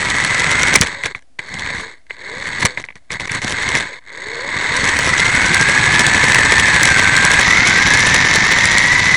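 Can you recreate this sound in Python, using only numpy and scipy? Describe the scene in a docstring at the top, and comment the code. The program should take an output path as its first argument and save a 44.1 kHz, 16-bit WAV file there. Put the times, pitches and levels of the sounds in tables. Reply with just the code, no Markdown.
"""On a wooden floor, a toy car carrying a tiny camera starts, stops, bumps and runs.
Pinion teeth puff noise and sing multiples of their mesh rate through the plastic shell's ringing modes.
Loose parts tick in clumps each wheel turn and the tyres rumble as lumpy noise.
Knocks ring a panel, crack and thump; wheel jolts push the microphone with a short low tone.
The cheap recorder hisses, is narrow-band, sits off centre and overloads."""
import sys
import numpy as np
from scipy import signal
from scipy.fft import rfft, irfft, next_fast_len
from scipy.io import wavfile
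from scipy.ndimage import uniform_filter1d

SR = 44100
rng = np.random.default_rng(int(sys.argv[2]) if len(sys.argv) > 2 else 0)


def wav_record(signal):
    """Record a signal, one row per channel, as 16-bit PCM in the file named by sys.argv[1]."""
    frames = np.transpose(np.atleast_2d(signal))
    bounded = np.clip(frames, -1, 1)
    # unit amplitude maps onto the largest positive 16-bit level
    quanta = np.round(bounded * 32767).astype(np.int16)
    wavfile.write(sys.argv[1], SR, quanta)


def invert_db(x):
    """Field ratio 10**(x/20) for x, a level in decibels (scalar or array-like)."""
    u = np.asarray(x, float) / 20
    return 10 ** u


N = 403956  # samples


def evened(x):
    """Scales to rms 1."""
    return x / np.sqrt(np.mean(x ** 2) + 1e-20)


def curve(rows):
    """Interpolates the columns of a timed table at every sample."""
    time_s, *columns = np.transpose(rows)
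    return [np.interp(np.arange(N) / SR, time_s, column) for column in columns]


def band(x, lo_hz, hi_hz):
    """Band-pass filter."""
    return signal.sosfilt(signal.butter(3, [lo_hz, hi_hz], "band", fs=SR, output="sos"), x)


def coloured(points):
    """Steady noise of rms 1, shaped by a spectrum drawn over log frequency."""
    size = next_fast_len(N)
    hz = np.fft.rfftfreq(size, 1 / SR)
    point_hz, point_db = np.transpose(points)
    gain = invert_db(np.interp(np.log(hz + 1), np.log(point_hz + 1), point_db))
    return evened(irfft(rfft(rng.standard_normal(size)) * gain, size)[:N])


# pace of the gear train: (time [s], mean mesh rate [pinion teeth per s])
SPEED = [(0, 640), (.5, 680), (.74, 760), (.96, 275), (1.08, 290), (1.11, 205), (1.2, 80), (1.4, 150),
         (1.65, 330), (1.79, 205), (1.88, 235), (2.05, 60), (2.15, 100), (2.22, 165), (2.3, 215),
         (2.52, 345), (2.62, 370), (2.7, 250), (2.77, 245), (3, 60), (3.1, 200), (3.5, 420), (3.8, 450),
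         (4.02, 60), (4.2, 180), (4.33, 235), (4.38, 232), (4.62, 385), (4.72, 460), (4.9, 615), (5.1, 658),
         (5.55, 785), (5.75, 835), (6, 862), (6.6, 898), (6.95, 780), (7.1, 770), (7.39, 830), (7.42, 585),
         (7.52, 660), (7.8, 800), (8, 870), (8.2, 915), (8.35, 880), (9.16, 1012)]


def tooth_rate():
    """How many pinion teeth mesh each second as the car starts, stops and runs."""
    return curve(SPEED)[0]


CRAWL, AT_SPEED = 281, 628  # teeth per s between which the shell's sound fills in


def fullness(teeth):
    """0 at a crawl, 1 at speed."""
    return np.clip((teeth - CRAWL) / (AT_SPEED - CRAWL), 0, 1)


TEETH_PER_WHEEL_TURN = 65


def wheel_beat(teeth, depth_db):
    """A wheel out of true loads the car once a turn, a little unevenly."""
    turns = np.cumsum(teeth) / SR / TEETH_PER_WHEEL_TURN
    unevenness = 0.71 * evened(band(rng.standard_normal(N), 0.83, 4))  # radians
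    return invert_db(depth_db * np.cos(2 * np.pi * turns + unevenness))


# shell modes: (centre [Hz], width [Hz], then relative level at a crawl [dB], # at speed before 7.41 s [dB], at
# speed from 7.41 s [dB], when knocked [dB])
SHELL = [(446, 492, -7.5, -14, -14.5, 1), (989, 80, -3, -6.5, -7.5, -33.5),
         (1027, 443, -6, -13.5, -13.5, -2), (1175, 720, -9, -9, -9, -2), (1688, 379, 3.5, -1, -1.5, 4),
         (2061, 418, 7.5, 2.5, 4.5, -11), (2487, 475, -11, -6.5, -6, -0.5),
         (3166, 980, -12, -11.5, -10, -0.5), (3794, 880, -3.5, -10, -7, -1.5),
         (4384, 305, -2, -9.5, -8.5, -5), (4950, 890, -17, -18.5, -12.5, -7),
         (5830, 1000, -22, -19, -11.5, -2), (6680, 650, -12, -14.5, -18.5, -14.5),
         (6900, 1600, -37.5, -38.5, -18, -8.5), (7845, 630, -13, -13.5, -38, -23.5),
         (7670, 1200, -56, -41.5, -30, -8), (8480, 930, -20.5, -21, -28, -15.5),
         (9900, 3300, -65.5, -36, -34.5, -11.5)]


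def shell(x, axis):
    """Causal ringing of the plastic shell: the summed power of its steep modes, in minimum phase."""
    hz = abs(np.fft.fftfreq(8192, 1 / SR))
    power = sum(invert_db(2 * mode[axis]) / (1 + (2 * (hz - mode[0]) / mode[1]) ** 4) ** 2 for mode in SHELL)
    log_gain = np.log(power + 1e-6) / 2
    ring = np.fft.ifft(np.exp(np.conj(signal.hilbert(log_gain)))).real[:2048]
    x = np.atleast_2d(x)
    rung = signal.fftconvolve(x, ring[None] / np.linalg.norm(ring), axes=1)
    return rung[:, :x.shape[1]].squeeze()


# running level of the gear noise, before dips and jerks: (time [s], level [dB])
DRIVE = [(0, -18.5), (.74, -15.5), (.79, -25), (.93, -28), (1.02, -30.5), (1.12, -31.5), (1.135, -53),
         (1.2, -67), (1.38, -87), (1.39, -37.5), (1.52, -31), (1.6, -26.5), (1.68, -24.5), (1.81, -26),
         (1.93, -37), (1.955, -48), (2.055, -72), (2.14, -39), (2.152, -41), (2.26, -30), (2.4, -27),
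         (2.66, -25.5), (2.71, -29.5), (2.765, -37), (2.775, -42), (2.98, -66.5), (3.09, -66), (3.105, -27),
         (3.4, -26), (3.77, -20.5), (3.9, -30), (3.99, -38), (4.0, -61), (4.03, -43), (4.036, -52),
         (4.09, -36), (4.24, -27.5), (4.92, -17), (5.8, -13.5), (7.4, -13), (8.17, -12.5), (9.16, -15)]
# brief dips of the running level: (start [s], length [s])
CUTS = [(3.174, 0.021), (3.258, 0.016), (3.282, 0.01), (3.396, 0.02)]
CUT_DB = -13
# the gears jerk and scrape for a moment after a bump: (start [s], level [dB], length [s])
JERKS = [(.759, -15, .02), (.812, -21, .045), (1.04, -25, .06), (1.15, -36, .045), (1.389, -26, .02),
         (2.098, -32, .03), (2.618, -19, .03), (2.652, -16.5, .028), (2.776, -25, .045), (2.841, -37, .024),
         (2.902, -45, .01), (2.955, -41, .03), (3.345, -22, .05)]
JERK_FALL_DB = -16  # reached at the end of its length


def gear_level():
    """The running level in dB, cut out now and then, with the power of the jerks added."""
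    t = np.arange(N) / SR
    running_db = curve(DRIVE)[0]
    cut = sum((t > start) * (t < start + length) * 1. for start, length in CUTS)
    running_db = running_db + CUT_DB * uniform_filter1d(cut, size=100)
    jerks = 0
    for start, top_db, length in JERKS:
        fall_db = JERK_FALL_DB * np.clip((t - start) / length, 0, 4) ** 2
        jerks = jerks + (t > start) * invert_db(2 * (top_db + fall_db))
    return 10 * np.log10(invert_db(2 * running_db) + uniform_filter1d(jerks, size=100))


# how hard the motor pushes the teeth together when pulling away: (time [s], share [0-1])
BITE = [(0, .3), (.8, .2), (1.2, .2), (1.9, .2), (2.12, .3), (2.17, 1), (2.45, 1), (2.6, .3), (3.95, .2),
        (4.03, 1), (4.55, 1), (4.8, .4), (9.16, .3)]
# how roughly the car rides, as loose parts against the gear noise: (time [s], level [dB])
LOOSE = [(0, -6), (.4, -13.5), (.84, 0), (.93, -21), (1.02, -29), (1.06, -3), (1.11, -30), (1.16, -5),
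         (1.45, -27), (1.55, -1), (1.68, -18), (1.8, -13), (1.9, -39), (2.2, -38), (2.4, -15.5),
         (2.63, -3.5), (2.69, -23), (2.76, -23), (2.8, 4), (2.95, -12), (3.12, -4), (3.3, -10.5), (3.45, 2),
         (3.6, -12.5), (3.8, -2.5), (3.88, -32), (4.15, -40), (4.65, -19), (4.8, -7.5), (6.0, -7),
         (7.0, -10.5), (8.0, -8.5), (9.16, -9.5)]
# how clearly a multiple of the mesh sings, by its pitch: (pitch [Hz], relative level [dB])
SINGS = [(300, -24), (430, -6), (550, -4), (640, -22), (820, -11), (1000, -12), (1200, -22), (1400, -9),
         (1750, -9), (2150, -8), (2600, -19), (4000, -28)]
# the mesh tone's multiples, first to fourth: relative level [dB]
MULTIPLES_DB = [-4, 0, -6, -12.5]
# gaining speed under load sharpens the whine; a rough crawl buries it (loss in dB per dB of roughness)
GAINING_DB, ROUGH_FROM_DB, ROUGH_LOSS = 4, -22, 1.1


def sing(teeth, count):
    """Multiples of the mesh tone, clear where the car's body takes them up."""
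    growth = uniform_filter1d(np.gradient(np.log(teeth)) * SR, size=4000)  # relative gain per s
    gaining = np.clip(growth, 0, 1) * np.maximum(curve(BITE)[0], fullness(teeth))
    rough = np.maximum(curve(LOOSE)[0] - ROUGH_FROM_DB, 0) * (1 - fullness(teeth))
    pitch_hz, pitch_db = np.transpose(SINGS)
    whine = 0
    for k, own_db in enumerate(MULTIPLES_DB, start=1):
        body_db = np.interp(np.log(k * teeth), np.log(pitch_hz), pitch_db)
        whine = whine + invert_db(own_db + body_db) * np.cos(2 * np.pi * k * count)
    return invert_db(GAINING_DB * gaining - ROUGH_LOSS * rough) * whine


PINION_TEETH = 8
LATER_SHELL_S = 7.41  # from here the shell at speed takes its later levels


def gears(teeth, level_db):
    """Each tooth puffs noise over a steadier grind; the pinion runs off centre, going slack once a turn."""
    wander = 1 + .011 * evened(band(rng.standard_normal(N), 4, 40))
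    count = np.cumsum(teeth * wander) / SR
    bite = curve(BITE)[0]
    size = invert_db(1.3 * rng.standard_normal(SR // 4))[count.astype(int)]  # one draw per tooth
    puff = 1 - bite * (.9 - np.exp(-(count % 1) / teeth / .0016))  # dies away over 1.6 ms
    slack = 1 - .85 * bite * np.exp(-((count / PINION_TEETH % 1 - .88) / .1) ** 2)
    flutter, waver = (evened(band(v, 18.2, 150)) for v in rng.standard_normal((2, N)))
    puffs, grind = rng.standard_normal((2, N)) * invert_db(2.38 * flutter) * [size * puff * slack, slack ** 0.082]
    # hold both at an even level over an eighth of a second
    puffs, grind = (v / np.sqrt(uniform_filter1d(v ** 2, SR // 8)) for v in (puffs, grind))
    # single teeth stand out in the treble; lower down they merge with the grind
    noise = band(puffs, 2320, 15400) + 0.9 * band(grind, 28, 2660) + 0.59 * band(puffs, 30, 3440)
    whine = sing(teeth, count) * invert_db(4.5 * waver - 6.5)
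    drive = (noise + whine) * invert_db(level_db) * wheel_beat(teeth, 0.53)
    # crossfade the shell from crawl to speed by power
    fast = fullness(teeth)
    later = np.arange(N) > LATER_SHELL_S * SR
    parts = np.sqrt(1 - fast), np.sqrt(fast) * ~later, np.sqrt(fast) * later
    return invert_db(.6) * sum(shell(drive * part, axis=2 + k) for k, part in enumerate(parts))


def rattle(teeth, level_db):
    """Loose plastic ticks in clumps, most where the wheel jolts; a few ticks are large."""
    chance, size, grit = rng.random(N), rng.exponential(1, N), rng.standard_normal(N)
    clumps = invert_db(6 * evened(band(rng.standard_normal(N), 2, 25)))
    struck = chance < 170 / SR * clumps * wheel_beat(teeth, 7.)  # 170 ticks per s before clumping
    ticks = struck * invert_db(3.6 * np.minimum(size, 4))
    bursts = signal.lfilter([1], [1, -np.exp(-1 / (0.00029 * SR))], ticks) * grit  # 0.29 ms decay
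    return shell(evened(bursts) * invert_db(level_db + curve(LOOSE)[0]), axis=5)


# spectrum of the rolling rumble: (frequency [Hz], relative level [dB per Hz])
TYRES = [(12, -36), (20, -9.5), (97, 2.5), (140, 0.5), (273, -5.5), (576, -26), (743, -8), (900, -17),
         (1170, -40.5), (1980, -120)]
# rumble against the gear noise: base, dB per dB of roughness, extra at full speed
TYRE_DB, TYRE_PER_LOOSE, TYRE_AT_SPEED_DB = -4.5, 0.43, -2.5


def tyres(teeth, gear_db):
    """Lumpy rolling rumble carried through the chassis, following the gears and louder on a rough ride."""
    level_db = gear_db + TYRE_DB + TYRE_PER_LOOSE * curve(LOOSE)[0] + TYRE_AT_SPEED_DB * fullness(teeth)
    lumps = invert_db(2.7 * evened(band(rng.standard_normal(N), 11.4, 30)))
    return invert_db(level_db) * evened(coloured(TYRES) * lumps * wheel_beat(teeth, 0.84))


# spectrum of the recorder's hiss: (frequency [Hz], relative level [dB per Hz])
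HISS = [(20, -8), (50, 4), (132, -7), (192, -20), (249, -3), (407, -18), (681, -9), (924, -20), (9620, -26),
        (10800, -28), (14100, -58), (22000, -120)]


def hiss():
    """The recorder's steady noise floor, as coloured noise."""
    return invert_db(-59.5) * coloured(HISS)  # rms dB


# lesser knocks: share of wheel turns at full speed, mean levels and their spread
BUMP_SHARE, BUMP_DB, BUMP_TREBLE_DB, BUMP_SPREAD_DB = .3, -10.5, -15, 4


def bumps(teeth):
    """Some wheel turns give a lesser knock, likelier the faster the car; returns rows for knocks()."""
    turns = np.cumsum(teeth) / SR / TEETH_PER_WHEEL_TURN
    at = np.flatnonzero(np.diff(np.floor(turns)))
    luck = rng.random(len(at))
    body, treble = rng.standard_normal((len(at), 2)).T
    body_db, treble_db = BUMP_DB + BUMP_SPREAD_DB * body, BUMP_TREBLE_DB + BUMP_SPREAD_DB * treble
    rows = np.transpose([at / SR, body_db, treble_db])
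    return rows[luck < BUMP_SHARE * fullness(teeth[at]) ** 2]


# knocks of the chassis and gear backlash, before the mix trims:
# (time [s], body level [dB], treble level [dB])
KNOCKS = [(.2477, 1, -12.5), (.3455, 4, -15.5), (.4428, 3.5, -19), (.5151, 0, -15.5), (.632, 2.5, -8.5),
          (.754, 21.5, -8), (.7564, -23, 3), (.7594, -1, -1), (.8119, -21.5, 2.5), (.8189, 8.5, -10),
          (.834, -2.5, -21), (1.036, 0, -25), (1.0584, 1, -20), (1.1487, -4, -52), (1.1914, -29, -50),
          (1.2231, -31.5, -52), (1.3919, -2.5, -30), (1.5408, -10, -24), (1.662, -6, -57), (1.703, -6, -36),
          (2.0667, -34, -57), (2.1068, -5, -54), (2.6225, -9, -24), (2.6304, -6, -28.5),
          (2.6516, 6.5, -9.5), (2.6563, 2.5, -5), (2.6658, 0.5, -19), (2.774, -2, -39.5),
          (2.8399, -8.5, -54), (2.8868, -10.5, -56), (2.904, -16, -69), (2.9238, -28, -66),
          (2.9552, -19.5, -39), (3.1047, -6, -37), (3.1188, -13, -19.5), (3.1981, -4.5, -46),
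          (3.2789, -11, -48), (3.2959, -3, -49), (3.3174, -7.5, -19), (3.418, -7, -28), (3.63, -3, -22.5),
          (3.6897, 1.5, -14.5), (3.752, 6.5, -17), (3.9378, -15, -65), (4.767, -16, -14.5),
          (4.8424, -18, -15), (4.9895, 1, -13), (5.4611, -11, -15), (5.5446, -5.5, -10), (5.9932, 6, -8),
          (6.066, -1, -5.5), (6.3459, 7.5, -5.5), (6.521, 7, -10), (6.8317, -8.5, -5.5), (6.854, 7.5, -4.5),
          (7.166, -12, -6.5), (7.2503, 4.5, -5.5), (7.6734, -7.5, -9), (7.9367, 0, -11.5),
          (8.069, -2.5, -11), (8.1442, -1.5, -8), (8.3388, -23.5, -10.5), (8.7822, -15.5, -5)]
# modes of the struck shell panel: (frequency [Hz], relative level [dB])
PANEL = [(1700, 2), (2070, -7), (2250, -10.5)]
RING_S = .026  # the blow falls 60 dB in this time
# knocks whose treble is this far down are backlash: mostly the upper modes ring, rising more slowly
SOFT_FROM_DB, SOFT_RISE_S = 16, .0007


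def knocks(teeth):
    """Each knock rings a shell panel, cracks in the treble and pushes the microphone."""
    rows = np.vstack([KNOCKS, bumps(teeth)])
    out, t = np.zeros(N + 4096), np.arange(4096) / SR
    start_s, db, treble_db = np.transpose(rows)[:, :, None]
    fade = invert_db(-60 * t / RING_S)
    blow = shell(rng.standard_normal((len(rows), 4096)) * fade, axis=5)
    body = band(blow, 390, 2900)
    crack = band(blow * invert_db(-60 * t / 0.014), 4180, 12000)
    spot = rng.random((len(rows), len(PANEL))) ** 2  # where it is struck weights the modes
    soft = np.clip((db - treble_db - SOFT_FROM_DB) / 10, 0, 1)
    upper = np.transpose(PANEL)[0] > 1900
    spot = spot * (1 - soft) + soft * (spot + .5) * upper
    modes = [invert_db(mode_db) * np.sin(2 * np.pi * hz * t) for hz, mode_db in PANEL]
    rise = np.minimum(t / (soft * SOFT_RISE_S + 1e-4), 1)
    panel = spot @ modes * fade ** 1.33 * rise
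    body, crack, panel = (v / abs(v).max(axis=1, keepdims=True) for v in (body, crack, panel))
    thump = band(np.sin(2 * np.pi * 150 * t) * invert_db(-60 * t / 0.02), 98, 650)
    tone = (.45 - .22 * soft) * body + (.42 + .35 * soft) * panel
    sounds = invert_db(db - 3.5) * tone + invert_db(treble_db - 9) * thump + invert_db(treble_db + 8.5) * crack
    for start, sound in zip(start_s[:, 0], sounds):
        out[round(start * SR):][:4096] += sound
    return out[:N]


# low jolts of the wheels on the floor: (time [s], peak level [dB])
JOLTS = [(0.24, -23), (0.806, -6.5), (2.645, -9), (3.31, -26), (3.448, -20), (4.562, -21), (4.833, -15.5),
         (5.058, -15), (5.374, -17), (5.507, -13), (5.617, -20), (6.602, -15), (6.822, -14), (7.07, -18),
         (7.243, -14), (8.132, -16)]


def jolts():
    """Each jolt pushes the microphone once, as a fast-fading low tone."""
    out, t = np.zeros(N), np.arange(4096) / SR
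    for start, db in JOLTS:
        out[round(start * SR)] = invert_db(db)
    push = band(np.sin(2 * np.pi * 130 * t) * invert_db(-60 * t / 0.019), 60, 500)
    return signal.oaconvolve(out, push / abs(push).max())[:N]


def scene():
    """The car heard from on board, over the recorder's hiss."""
    teeth = tooth_rate()
    gear_db = gear_level()
    car = gears(teeth, gear_db) + rattle(teeth, gear_db) + tyres(teeth, gear_db)
    car += knocks(teeth) + jolts()
    return (car + hiss())[None]


def band_limit(x):
    """A steep low-pass at the top of the band."""
    return signal.sosfilt(signal.butter(12, 10970, fs=SR, output="sos"), x)


EDGE_HZ, TOP_HZ = 10680, 16000  # low-pass before and after the overload
OFFSET, CEILING = -0.0075, 1  # of full scale


def record(dry):
    """Band limit, offset, then hard overload, which throws streaks above the band edge."""
    edge = signal.firwin(401, EDGE_HZ, window=("kaiser", 8), fs=SR)
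    narrow = signal.oaconvolve(dry, edge[None], "same")
    loaded = np.clip(narrow + OFFSET, -CEILING, CEILING)
    top = signal.firwin(101, TOP_HZ, window=("kaiser", 8), fs=SR)
    mix = signal.oaconvolve(loaded, top[None], "same")
    return band_limit(mix)


dry = scene()
out = record(dry)
wav_record(out)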